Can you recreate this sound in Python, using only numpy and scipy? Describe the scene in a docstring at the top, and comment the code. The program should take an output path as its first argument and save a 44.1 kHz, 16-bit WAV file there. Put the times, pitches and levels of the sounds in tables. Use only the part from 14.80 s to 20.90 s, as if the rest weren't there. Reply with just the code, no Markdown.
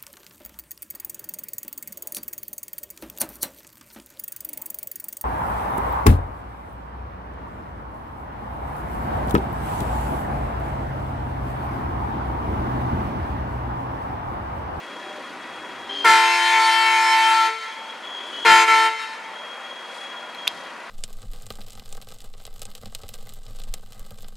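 """Lorry air horns on a forest road

A loaded lorry creeps between earth banks: noise and wavering low tones for the diesel, thin squeals for brakes.
A motorcycle (low rumble, buzzer horns) toots; twin air horns, summed reed partials, answer with three blasts.
Delays and a noise tail send them back from banks, slopes and trees. Near the end something snaps close by.
A gain control sinks under each blast.
"""
import sys
import numpy as np
from scipy import signal
from scipy.io import wavfile

SR = 44100
rng = np.random.default_rng(int(sys.argv[2]) if len(sys.argv) > 2 else 0)


def to_wav(sig):
    """Store sig (one row per channel, or 1-D mono) as 16-bit WAV at the path in sys.argv[1].

    Samples outside -1..1 are clipped; the rate is SR.
    """
    pcm = np.clip(np.atleast_2d(sig), -1, 1) * 32767
    pcm = np.round(pcm).astype(np.int16)
    wavfile.write(sys.argv[1], SR, pcm.T)  # frames by channels


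N = 269010

# stereo field: [freq_hz, left_right_likeness 0..1]
LIKENESS = [(40, .5), (130, 0.27), (300, 0.94), (1500, 0.95), (5000, 0.82), (15000, 0.44)]
# stereo field: [freq_hz, left_over_right_db]
LEAN = [(60, -5), (150, -4), (500, 3), (2000, 1.5), (6000, 2.5), (15000, 0.5)]

# low tones of the engine cycle: [time_s, cycle_hz]
ENGINE_SPEED = [(0, 16.4), (3.3, 16.15), (4.2, 15.9), (6.1, 15.5)]
# [multiple_of_cycle, level_db]
ENGINE_ORDERS = [(6, -77.5), (12, -67.5), (14, -65.5), (15, -63.5), (17, -67.5), (18, -65), (22, -65),
                 (24, -66)]
# diesel noise colours, relative: [freq_hz, density_db_per_hz]
EXHAUST_COLOUR = [(35, -67), (60, -37), (80, -30), (220, -6.5), (300, 21), (390, -21), (660, -120)]
CLATTER_COLOUR = [(120, -70), (200, -16), (343, -12), (372, -11), (518, 5), (659, -5.5), (962, 1.5),
                  (2170, -3.5), (3100, -14), (4030, -7), (6820, -120)]
HISS_COLOUR = [(2500, -10.5), (3500, -5), (5000, 6), (7000, -16), (10000, -2), (12500, -57), (15500, -44)]
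# panel resonances: [freq_hz, width_hz, db_relative_to_clatter]
PANELS = [(599, 12, -22.5), (788.4, 5, -13.5), (971, 46, -8), (1419, 9.9, -13), (1927, 40, -11.5)]
# hiss swells, perhaps air valves venting: [time_s, half_width_s, boost_db]
PUFFS = [(0.381, 0.24, 1), (1.2, 0.043, 5), (3.6, 0.18, 4.5), (5.17, 0.083, 6), (5.76, 0.11, 4.5)]
# bass level: strong early as the motorcycle passes, sunk mid-scene, swelling again near 5.8 s:
# [time_s, exhaust_offset_db, rumble_offset_db]
BASS_LEVELS = [(0, 5, 3), (1.0, 4, 9.5), (1.6, -20, -18), (3.2, -7, -27), (3.6, 0, -27), (5.3, -18, -20),
               (5.76, -1, 10), (6.1, -10, -12)]
FIRING_HZ = 31.5
EXHAUST_DB, CLATTER_DB, HISS_DB, RUMBLE_DB = -51, -37.5, -53.5, -66

# low rumble colour, relative: [freq_hz, density_db_per_hz]
RUMBLE_COLOUR = [(15, -66), (25, -36), (59, -14), (140, -17), (170, 0), (220, -25), (370, -120)]
# faint far tones: [start_s, end_s, pitch_hz, level_db]
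FAR_TONES = [(0.23, 0.395, 604, -43.5), (0.254, 0.336, 758, -47)]

# brake squeals, one row per stretch of singing, some overlapping: [start_s, end_s, start_hz, end_hz, level_db]
SQUEALS = [(0.0, 1.078, 3300, 3300, -51), (1.107, 1.283, 3273, 3200, -38.5),
           (2.862, 3.148, 3280, 3300, -43), (3.233, 3.666, 3350, 3360, -44),
           (3.297, 3.655, 3262, 3280, -41.5), (3.53, 3.667, 2984, 2980, -44),
           (4.447, 5.202, 3270, 3294, -46), (5.214, 5.707, 3320, 3240, -44),
           (5.76, 5.903, 3260, 3240, -53.5)]
# [multiple_of_squeal_pitch, level_db]
SQUEAL_ORDERS = [(1, 3), (2, -20.5), (3, -47)]

# cracks: [start_s, level_db, pitch_hz, pitch_rise_fraction_per_ms, t60_s, crackle_share, left_over_right_db]
SNAPS = [(5.548, -31, 4100, 0, .02, .25, 3), (5.6724, -14, 2300, .17, .016, .06, -3),
         (5.6769, -4, 3300, 0, .006, .4, -4), (5.6777, -3, 3100, .15, .009, .2, 2),
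         (5.679, -43, 5100, 0, .15, 0, 6), (5.6855, -25, 4000, 0, .012, .2, 3)]

# motorcycle horn pair: [pitch_hz]
TOOT_PITCHES = [283, 398]
# response of the tone disc: [freq_hz, level_db]
TOOT_DISC = [(270, -12), (420, -9), (560, -28), (1600, -20), (2700, -26), (3050, -8), (3220, 0),
             (3380, -22), (4200, -22), (6000, -36), (13000, -40)]
# motorcycle horns, the second time further off: [start_s, end_s, start_level_db]
TOOTS = [(1.094, 1.303, -33), (3.22, 3.64, -48)]
TOOT_SWELL_DB_PER_S = 11

# air horns, one row per press of the valve: [start_s, length_s, high_trumpet_db, low_trumpet_db]
BLASTS = [(1.247, 1.423, -12, -20.5), (3.652, 0.18, -12, -18), (3.877, 0.19, -10, -20)]
# trumpet partials: [multiple_of_trumpet_pitch, level_db]
HIGH_ORDERS = [(2, 2), (4, -6.5), (5, -8), (6, -15), (7, -12), (8, -22), (9, -15.5), (10, -17.5), (11, -21),
               (12, -22.5)]
LOW_ORDERS = [(1, -14), (2, -15), (3, -6.5), (4, -6), (5, -5.5), (6, -3.5), (7, -8), (8, -16), (9, -11),
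              (10, -15.5), (11, -14), (12, -16.5), (13, -27.5), (14, -19)]
# level of all partials above the listed ones: [freq_hz, level_db]
TREBLE = [(4800, -28), (8500, -27.5), (11000, -37.5), (14500, -47)]
# sum and difference tones: [multiple_of_high, multiple_of_low, level_db]
CROSS_TONES = [(-1, 3, -36), (-1, 4, -30.5), (3, -1, -26.5), (1, 2, -26.5), (-2, 6, -35.5), (2, 1, -42),
               (-1, 5, -35), (4, -1, -23), (1, 3, -25), (2, 2, -27.5), (-1, 6, -29), (3, 1, -32.5),
               (1, 4, -22), (5, -1, -36), (2, 3, -22.5), (3, 2, -30), (4, 1, -32), (2, 4, -23), (3, 3, -30),
               (4, 2, -25.5), (1, 6, -45), (3, 5, -34.5)]
# high trumpet wavering as it sounds: [time_s, whole_tone_db, third_partial_db, first_partial_db]
WAVER = [(1.3, 0, -0.5, -6), (1.5, -5, -13, -7.5), (1.68, -4.5, -27, -17), (1.8, -2, -0.5, -4),
         (1.93, -1, -4, -19), (2.05, -1.5, -2, -7.5), (2.3, -1.5, -3, -11), (2.39, 1.5, -7, -24),
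         (2.47, 1, 0, -11), (2.62, -3, 4.5, -22), (2.7, -10.5, -6.5, 4), (3.0, -8, -3, 3),
         (3.68, -1, -7, -0.5), (3.73, 1, 0, -9), (3.84, -2, -4.5, 0), (3.9, -1, 2, -2), (4.05, -4, -2, -2),
         (4.12, -2.5, -11, -0.5)]
# colour of the rushing air, relative: [freq_hz, density_db_per_hz]
HORN_AIR = [(250, -27), (600, -13), (1000, -1.5), (2000, 5), (3500, -3.5), (6000, -10), (10000, -14),
            (15500, -40)]
HIGH_HZ, LOW_TO_HIGH_PITCH = 445.5, 7 / 9
# each reed starts weak and comes up to strength
HIGH_SPEAKS_S, LOW_SPEAKS_S, SPEAKS_FROM_DB = 0.09, 0.0027, -7.5
# after a rest the air line takes a while to give full pressure
REFILL_S, BUILD_S, BUILD_DB = 0.5, 0.17, -1
# once the valve shuts; the high trumpet's first partial lingers
HIGH_DIES_DB_PER_S, LOW_DIES_DB_PER_S, FIRST_DIES_DB_PER_S = 178, 235, 119
DULLS_DB_PER_S = 279   # at 8 kHz: the edge of the tone goes first
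# high trumpet's odd partials; the first flares with the puff
FIRST_DB, THIRD_DB, FIRST_FLARE_DB = -15.5, -2, 10

# banks and slopes: [delay_s, level_db, left_over_right_db]
ECHOES = [(.011, -20, 4), (0.035, -18.5, -10), (.175, -12.5, 3.5), (0.271, -23.5, 2)]
FOREST_T60_S, FOREST_TAIL_DB = 1.27, -48.5
FOREST_LOW_CUT_HZ, FOREST_HIGH_CUT_HZ = 1150, 13400
LEAVES_SWAY_S = 0.0001   # moving leaves change the length of every path

# gain control: cut in dB per dB above the threshold
GAIN_FROM_DB, GAIN_SHARE, GAIN_LISTENS_S, GAIN_MOVES_S = -25, 0.53, 0.01, 0.082
WIND_CUT_HZ, TOP_CUT_HZ = 115, 16300


def amp(db):
    """Amplitude ratio from dB."""
    return 10 ** (np.asarray(db) / 20)


def rms_one(x):
    """Scale to rms 1."""
    return x / np.sqrt(np.mean(x ** 2) + 1e-20)


def in_time(rows):
    """Each column of a time table, interpolated over the scene."""
    s, *columns = np.transpose(rows)
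    return [np.interp(np.arange(N) / SR, s, c) for c in columns]


def gate(rows, fade_s):
    """One from first to last row time, with ramps just outside."""
    t = np.arange(N) / SR
    inside_s = np.minimum(t - rows[0][0] + fade_s, rows[-1][0] + fade_s - t)
    return np.clip(inside_s / fade_s, 0, 1)


def at_hz(points, hz):
    """Table value at a frequency, on a log axis."""
    table = np.array(points)
    return np.interp(np.log(hz), np.log(table[:, 0]), table[:, 1])


def panned(x, lean_db):
    """Stereo pair with the given left-over-right level."""
    return x * amp(np.array([[.5], [-.5]]) * lean_db)


def drift(rate_hz):
    """Slow random wander of spread 1: low-passed noise at SR / 40."""
    r = np.exp(-80 * np.pi * rate_hz / SR)
    white = rng.standard_normal(N // 40 + 2002)
    slow = signal.lfilter([1], [1, -2 * r, r * r], white)[2000:]   # drop the settling
    return np.interp(np.arange(N) / 40, np.arange(len(slow)), rms_one(slow - slow.mean()))


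def turns(hz):
    """Running phase in radians."""
    return 2 * np.pi * np.cumsum(hz * np.ones(N)) / SR


def smooth(x, seconds):
    """One-pole lag."""
    r = np.exp(-1 / (seconds * SR))
    return signal.lfilter([1 - r], [1, -r], x)


def bandpass(low_hz, high_hz):
    """Second-order Butterworth band."""
    return signal.butter(2, [low_hz, high_hz], "band", fs=SR, output="sos")


def highpass(order, hz):
    """Butterworth low cut."""
    return signal.butter(order, hz, "high", fs=SR, output="sos")


def banded_noise(spectrum, patchy_db):
    """Half-octave bands of stereo noise, each with its own level, flicker, likeness and lean; rms 1."""
    octaves = np.log2(spectrum[-1][0] / spectrum[0][0])
    edges = spectrum[0][0] * 2 ** np.arange(0, octaves + .3, .5)
    white = rng.standard_normal((2, 2, N))
    out = 0
    for k, (low, high) in enumerate(zip(edges, np.minimum(edges[1:], 19000))):
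        # neighbouring bands use different noise
        mid, side = signal.sosfilt(bandpass(low, high), white[k % 2])
        hz = np.sqrt(low * high)
        alike = np.clip(at_hz(LIKENESS, hz), 0, 1)
        pair = np.sqrt(1 + alike) * mid + np.sqrt(1 - alike) * side * [[1], [-1]]
        level = amp(at_hz(spectrum, hz) + patchy_db * drift(18.0))
        out = out + level * panned(pair, at_hz(LEAN, hz))
    return rms_one(out)


def drone():
    """Low orders of the engine cycle stand out of the exhaust as wavering tones."""
    phase = turns(in_time(ENGINE_SPEED)[0] * (1 + 0.0024 * drift(2.8)))
    out = 0
    for k, db in ENGINE_ORDERS:
        tone = np.sin(k * phase + rng.uniform(0, 2 * np.pi))
        out = out + amp(db + 3.1 * drift(2.3)) * np.sqrt(2) * tone
    return out


def diesel():
    """Each firing lifts the exhaust, clatter and hiss noise; resonant panels add steady coloured noise."""
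    t = np.arange(N) / SR
    exhaust_db = EXHAUST_DB + in_time(BASS_LEVELS)[0]
    hiss_db = HISS_DB + sum(db * np.exp(-((t - s) / width) ** 2) for s, width, db in PUFFS)
    firings = turns(FIRING_HZ * (1 + 0.033 * drift(0.96))) / (2 * np.pi)
    knock = np.exp(-2.5 * (firings % 1))
    clatter = banded_noise(CLATTER_COLOUR, patchy_db=1.06) * (1 + 0.12 * knock)
    shake = rng.standard_normal(N)
    for hz, width_hz, db in PANELS:
        r = np.exp(-np.pi * width_hz / SR)
        poles = [1, -2 * r * np.cos(2 * np.pi * hz / SR), r * r]
        clatter = clatter + amp(db) * rms_one(signal.lfilter([1, 0, -1], poles, shake))
    exhaust = banded_noise(EXHAUST_COLOUR, patchy_db=0) * (1 + .5 * knock)
    hiss = banded_noise(HISS_COLOUR, patchy_db=0.8) * (1 + .5 * knock)
    out = amp(exhaust_db) * rms_one(exhaust)
    out = out + amp(CLATTER_DB) * rms_one(clatter)
    return out + amp(hiss_db) * rms_one(hiss)


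def motorcycle():
    """Lumpy low rumble: flickering bands of bass noise."""
    level_db = RUMBLE_DB + in_time(BASS_LEVELS)[1]
    return amp(level_db) * banded_noise(RUMBLE_COLOUR, patchy_db=2)


def far_tones():
    """Soft short sines."""
    return sum(amp(db) * gate([(start,), (end,)], fade_s=.02) * np.sin(turns(hz))
               for start, end, hz, db in FAR_TONES)


def brakes():
    """Stick and slip at the lining keeps the drum singing, unsteady in pitch and level, now and then sagging."""
    out = 0
    for start, end, from_hz, to_hz, db in SQUEALS:
        rows = [(start, from_hz), (end, to_hz)]
        phase = turns(in_time(rows)[0] + 10.6 * drift(25.2) + 5 * drift(3))
        flutter_db = 2.8 * drift(48) + 8 * np.minimum(drift(5.3) + 0.35, 0)
        tone = sum(amp(order_db) * np.sin(k * phase) for k, order_db in SQUEAL_ORDERS)
        out = out + np.sqrt(2) * gate(rows, fade_s=0.0094) * amp(db + flutter_db) * tone
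    return out


def snaps():
    """Short dry cracks: decaying rings, some climbing in pitch, most with crackle on top."""
    out, t = np.zeros((2, N)), np.arange(5000) / SR
    crackle = signal.sosfilt(bandpass(3500, 13000), rng.standard_normal((len(SNAPS), len(t))))
    for (s, db, hz, rise, t60, share, lean_db), noise in zip(SNAPS, crackle):
        at = round(s * SR)
        ring = np.sin(2 * np.pi * hz * t * (1 + 500 * rise * t))   # rise per ms, integrated
        burst = amp(db - 60 * t / t60) * (ring + share * noise)
        out[:, at:at + len(t)] += panned(burst, lean_db)
    return signal.sosfilt(highpass(2, 900), out)


def toot():
    """Two buzzer horns whose upper partials ring the tone disc and flutter."""
    tone = 0
    for hz in TOOT_PITCHES:
        for k in range(1, int(7000 / hz)):
            level_db = at_hz(TOOT_DISC, k * hz) + min(k / 3, 3.5) * drift(30)
            tone = tone + amp(level_db) * np.sin(k * turns(hz * (1 + .002 * drift(40))))
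    t = np.arange(N) / SR
    level = 0
    for start, end, db in TOOTS:
        swell_db = TOOT_SWELL_DB_PER_S * np.clip(t - start, 0, end - start)
        level = level + gate([(start,), (end,)], fade_s=0.01) * amp(db + swell_db)
    return tone * level


def partial(phase, hz, db, steady=False):
    """One tone; the higher, the more it swells, fades and leans as the paths off road and banks shift."""
    unsteady = .2 if steady else np.clip(np.log2(hz / 600) / 1.5, .2, 1.3)
    tone = np.sin(phase + rng.uniform(0, 2 * np.pi))
    tone = np.sqrt(2) * amp(db + 3 * unsteady * drift(4)) * tone
    return panned(tone, 3.7 * unsteady * drift(2.8) + at_hz(LEAN, hz))


def trumpet(phase, hz, orders, bright_db):
    """Partials of a beating reed; above the listed ones they fall off smoothly. bright_db acts at 8 kHz."""
    first_upper = int(orders[-1][0]) + 1
    upper = [(k, at_hz(TREBLE, k * hz)) for k in range(first_upper, int(TREBLE[-1][0] / hz))]
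    out = 0
    for k, db in orders + upper:
        tilt = max(np.log2(k * hz / 1000), 0) / 3
        out = out + partial(k * phase, k * hz, db + bright_db * tilt)
    return out


def rests():
    """How far the air line has settled before each blast, 0 to 1."""
    start, length = np.transpose(BLASTS)[:2]
    return 1 - np.exp((np.roll(length, 1) - np.diff(start, prepend=-np.inf)) / REFILL_S)


def blown(level_db, speaks_s, dies_db_per_s):
    """Strength of one reed: it speaks, builds with the line pressure, holds, and dies when the valve shuts."""
    t, out = np.arange(N) / SR, 0
    for (start, length, *_), db, rested in zip(BLASTS, level_db, rests()):
        age = np.maximum(t - start, 0)
        rise_db = SPEAKS_FROM_DB * np.exp(-age / speaks_s) + rested * BUILD_DB * np.exp(-age / BUILD_S)
        fall_db = dies_db_per_s * np.maximum(age - length, 0)
        opened = np.clip((t - start) / 0.0046 + 1, 0, 1)
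        out = np.maximum(out, opened * amp(db + rise_db - fall_db))
    return out


def air_horns():
    """Two trumpets on one air line: each reed shakes the other's supply, adding sum and difference tones."""
    starts, _, high_db, low_db = np.transpose(BLASTS)
    whole_db, third_db, first_db = in_time(WAVER)
    high_on = amp(whole_db) * blown(high_db, HIGH_SPEAKS_S, HIGH_DIES_DB_PER_S)
    low_on = blown(low_db, LOW_SPEAKS_S, LOW_DIES_DB_PER_S)
    high_hz, low_hz = HIGH_HZ, LOW_TO_HIGH_PITCH * HIGH_HZ
    t = np.arange(N) / SR

    # the first puff drives the pitch sharp
    rush = sum(rested * (t > s - .01) * np.exp(-np.maximum(t - s, 0) / .012)
               for s, rested in zip(starts, rests()))
    bent_hz = high_hz * (1 + 0.0616 * rush + 0.001085 * drift(3.68) + 0.0011 * drift(62))
    high_phase, low_phase = turns(bent_hz), turns(LOW_TO_HIGH_PITCH * bent_hz)

    # the edge of the tone comes once the reeds beat fully
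    ends = np.append(starts[1:], np.inf)
    shut_s = sum((t < end - .01) * np.clip(t - s - length, 0, .1)
                 for (s, length, *_), end in zip(BLASTS, ends))
    edge_db = -0.4 - 12 * rush - DULLS_DB_PER_S * shut_s
    high = trumpet(high_phase, high_hz, HIGH_ORDERS, edge_db)
    low = trumpet(low_phase, low_hz, LOW_ORDERS, edge_db)

    cross = sum(partial(m * high_phase + n * low_phase, m * high_hz + n * low_hz, db)
                for m, n, db in CROSS_TONES)
    rasp = signal.sosfilt(highpass(4, 2700), high * low)   # the dense upper cross tones
    air = (1 + 1.0 * rush) * banded_noise(HORN_AIR, patchy_db=2.0)
    both_on = amp(8.5) * np.sqrt(high_on * low_on)
    shared = both_on * (cross + amp(-24.5) * rasp + amp(-16.5) * air)

    first = partial(high_phase, high_hz, FIRST_DB + first_db + FIRST_FLARE_DB * rush)
    first = first * blown(high_db, LOW_SPEAKS_S, FIRST_DIES_DB_PER_S)
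    third = partial(3 * high_phase, 3 * high_hz, THIRD_DB + third_db, steady=True)
    third = third * blown(high_db, LOW_SPEAKS_S, HIGH_DIES_DB_PER_S)
    return first + third + high_on * high + amp(1.5) * low_on * low + shared


def forest(x):
    """Distinct echoes, then a diffuse tail, partly separate per ear; leaves return little bass and break it up."""
    out, t = np.zeros((2, N)), np.arange(int(1.5 * SR)) / SR
    x = np.interp(np.arange(N) + LEAVES_SWAY_S * SR * drift(8.05), np.arange(N), x)
    for delay_s, db, lean_db in ECHOES:
        lag = round(delay_s * SR)
        out[:, lag:] += panned(amp(db + 2.5 * drift(8.6)[lag:]) * x[:-lag], lean_db)
    scatter = rng.standard_normal(len(t)) + .5 * rng.standard_normal((2, len(t)))
    tail = amp(FOREST_TAIL_DB - 60 * t / FOREST_T60_S) * scatter
    out += signal.fftconvolve(x[None], tail, axes=1)[:, :N]
    out = signal.sosfilt(highpass(2, FOREST_LOW_CUT_HZ), out)
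    return signal.sosfilt(signal.butter(1, FOREST_HIGH_CUT_HZ, fs=SR, output="sos"), out)


def scene():
    """Direct sources plus the forest's return of air horns, toots, squeals, far tones and snaps."""
    horns, cracks = air_horns(), snaps()
    thin_tones = toot() + brakes() + far_tones()
    echoes = forest(horns.mean(axis=0) + amp(1) * thin_tones + amp(-20) * cracks[0])
    return horns + panned(thin_tones, 3.1) + cracks + echoes + diesel() + drone() + motorcycle()


def record(dry):
    """Late-acting gain control, rounding of the highest peaks, a wind filter thinning the bass, a top cut."""
    level_db = 10 * np.log10(smooth(np.mean(dry ** 2, axis=0), GAIN_LISTENS_S) + 1e-12)
    excess_db = np.maximum(level_db - GAIN_FROM_DB, 0)
    cut_db = GAIN_SHARE * smooth(smooth(excess_db, GAIN_MOVES_S), GAIN_MOVES_S)
    held = dry * amp(-cut_db)
    rounded = held / (1 + (held / .8) ** 4) ** (1 / 4)
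    thinned = signal.sosfilt(highpass(2, WIND_CUT_HZ), rounded)
    return signal.sosfilt(signal.cheby2(12, 70, TOP_CUT_HZ, fs=SR, output="sos"), thinned)


dry = scene()
out = record(dry)
to_wav(out)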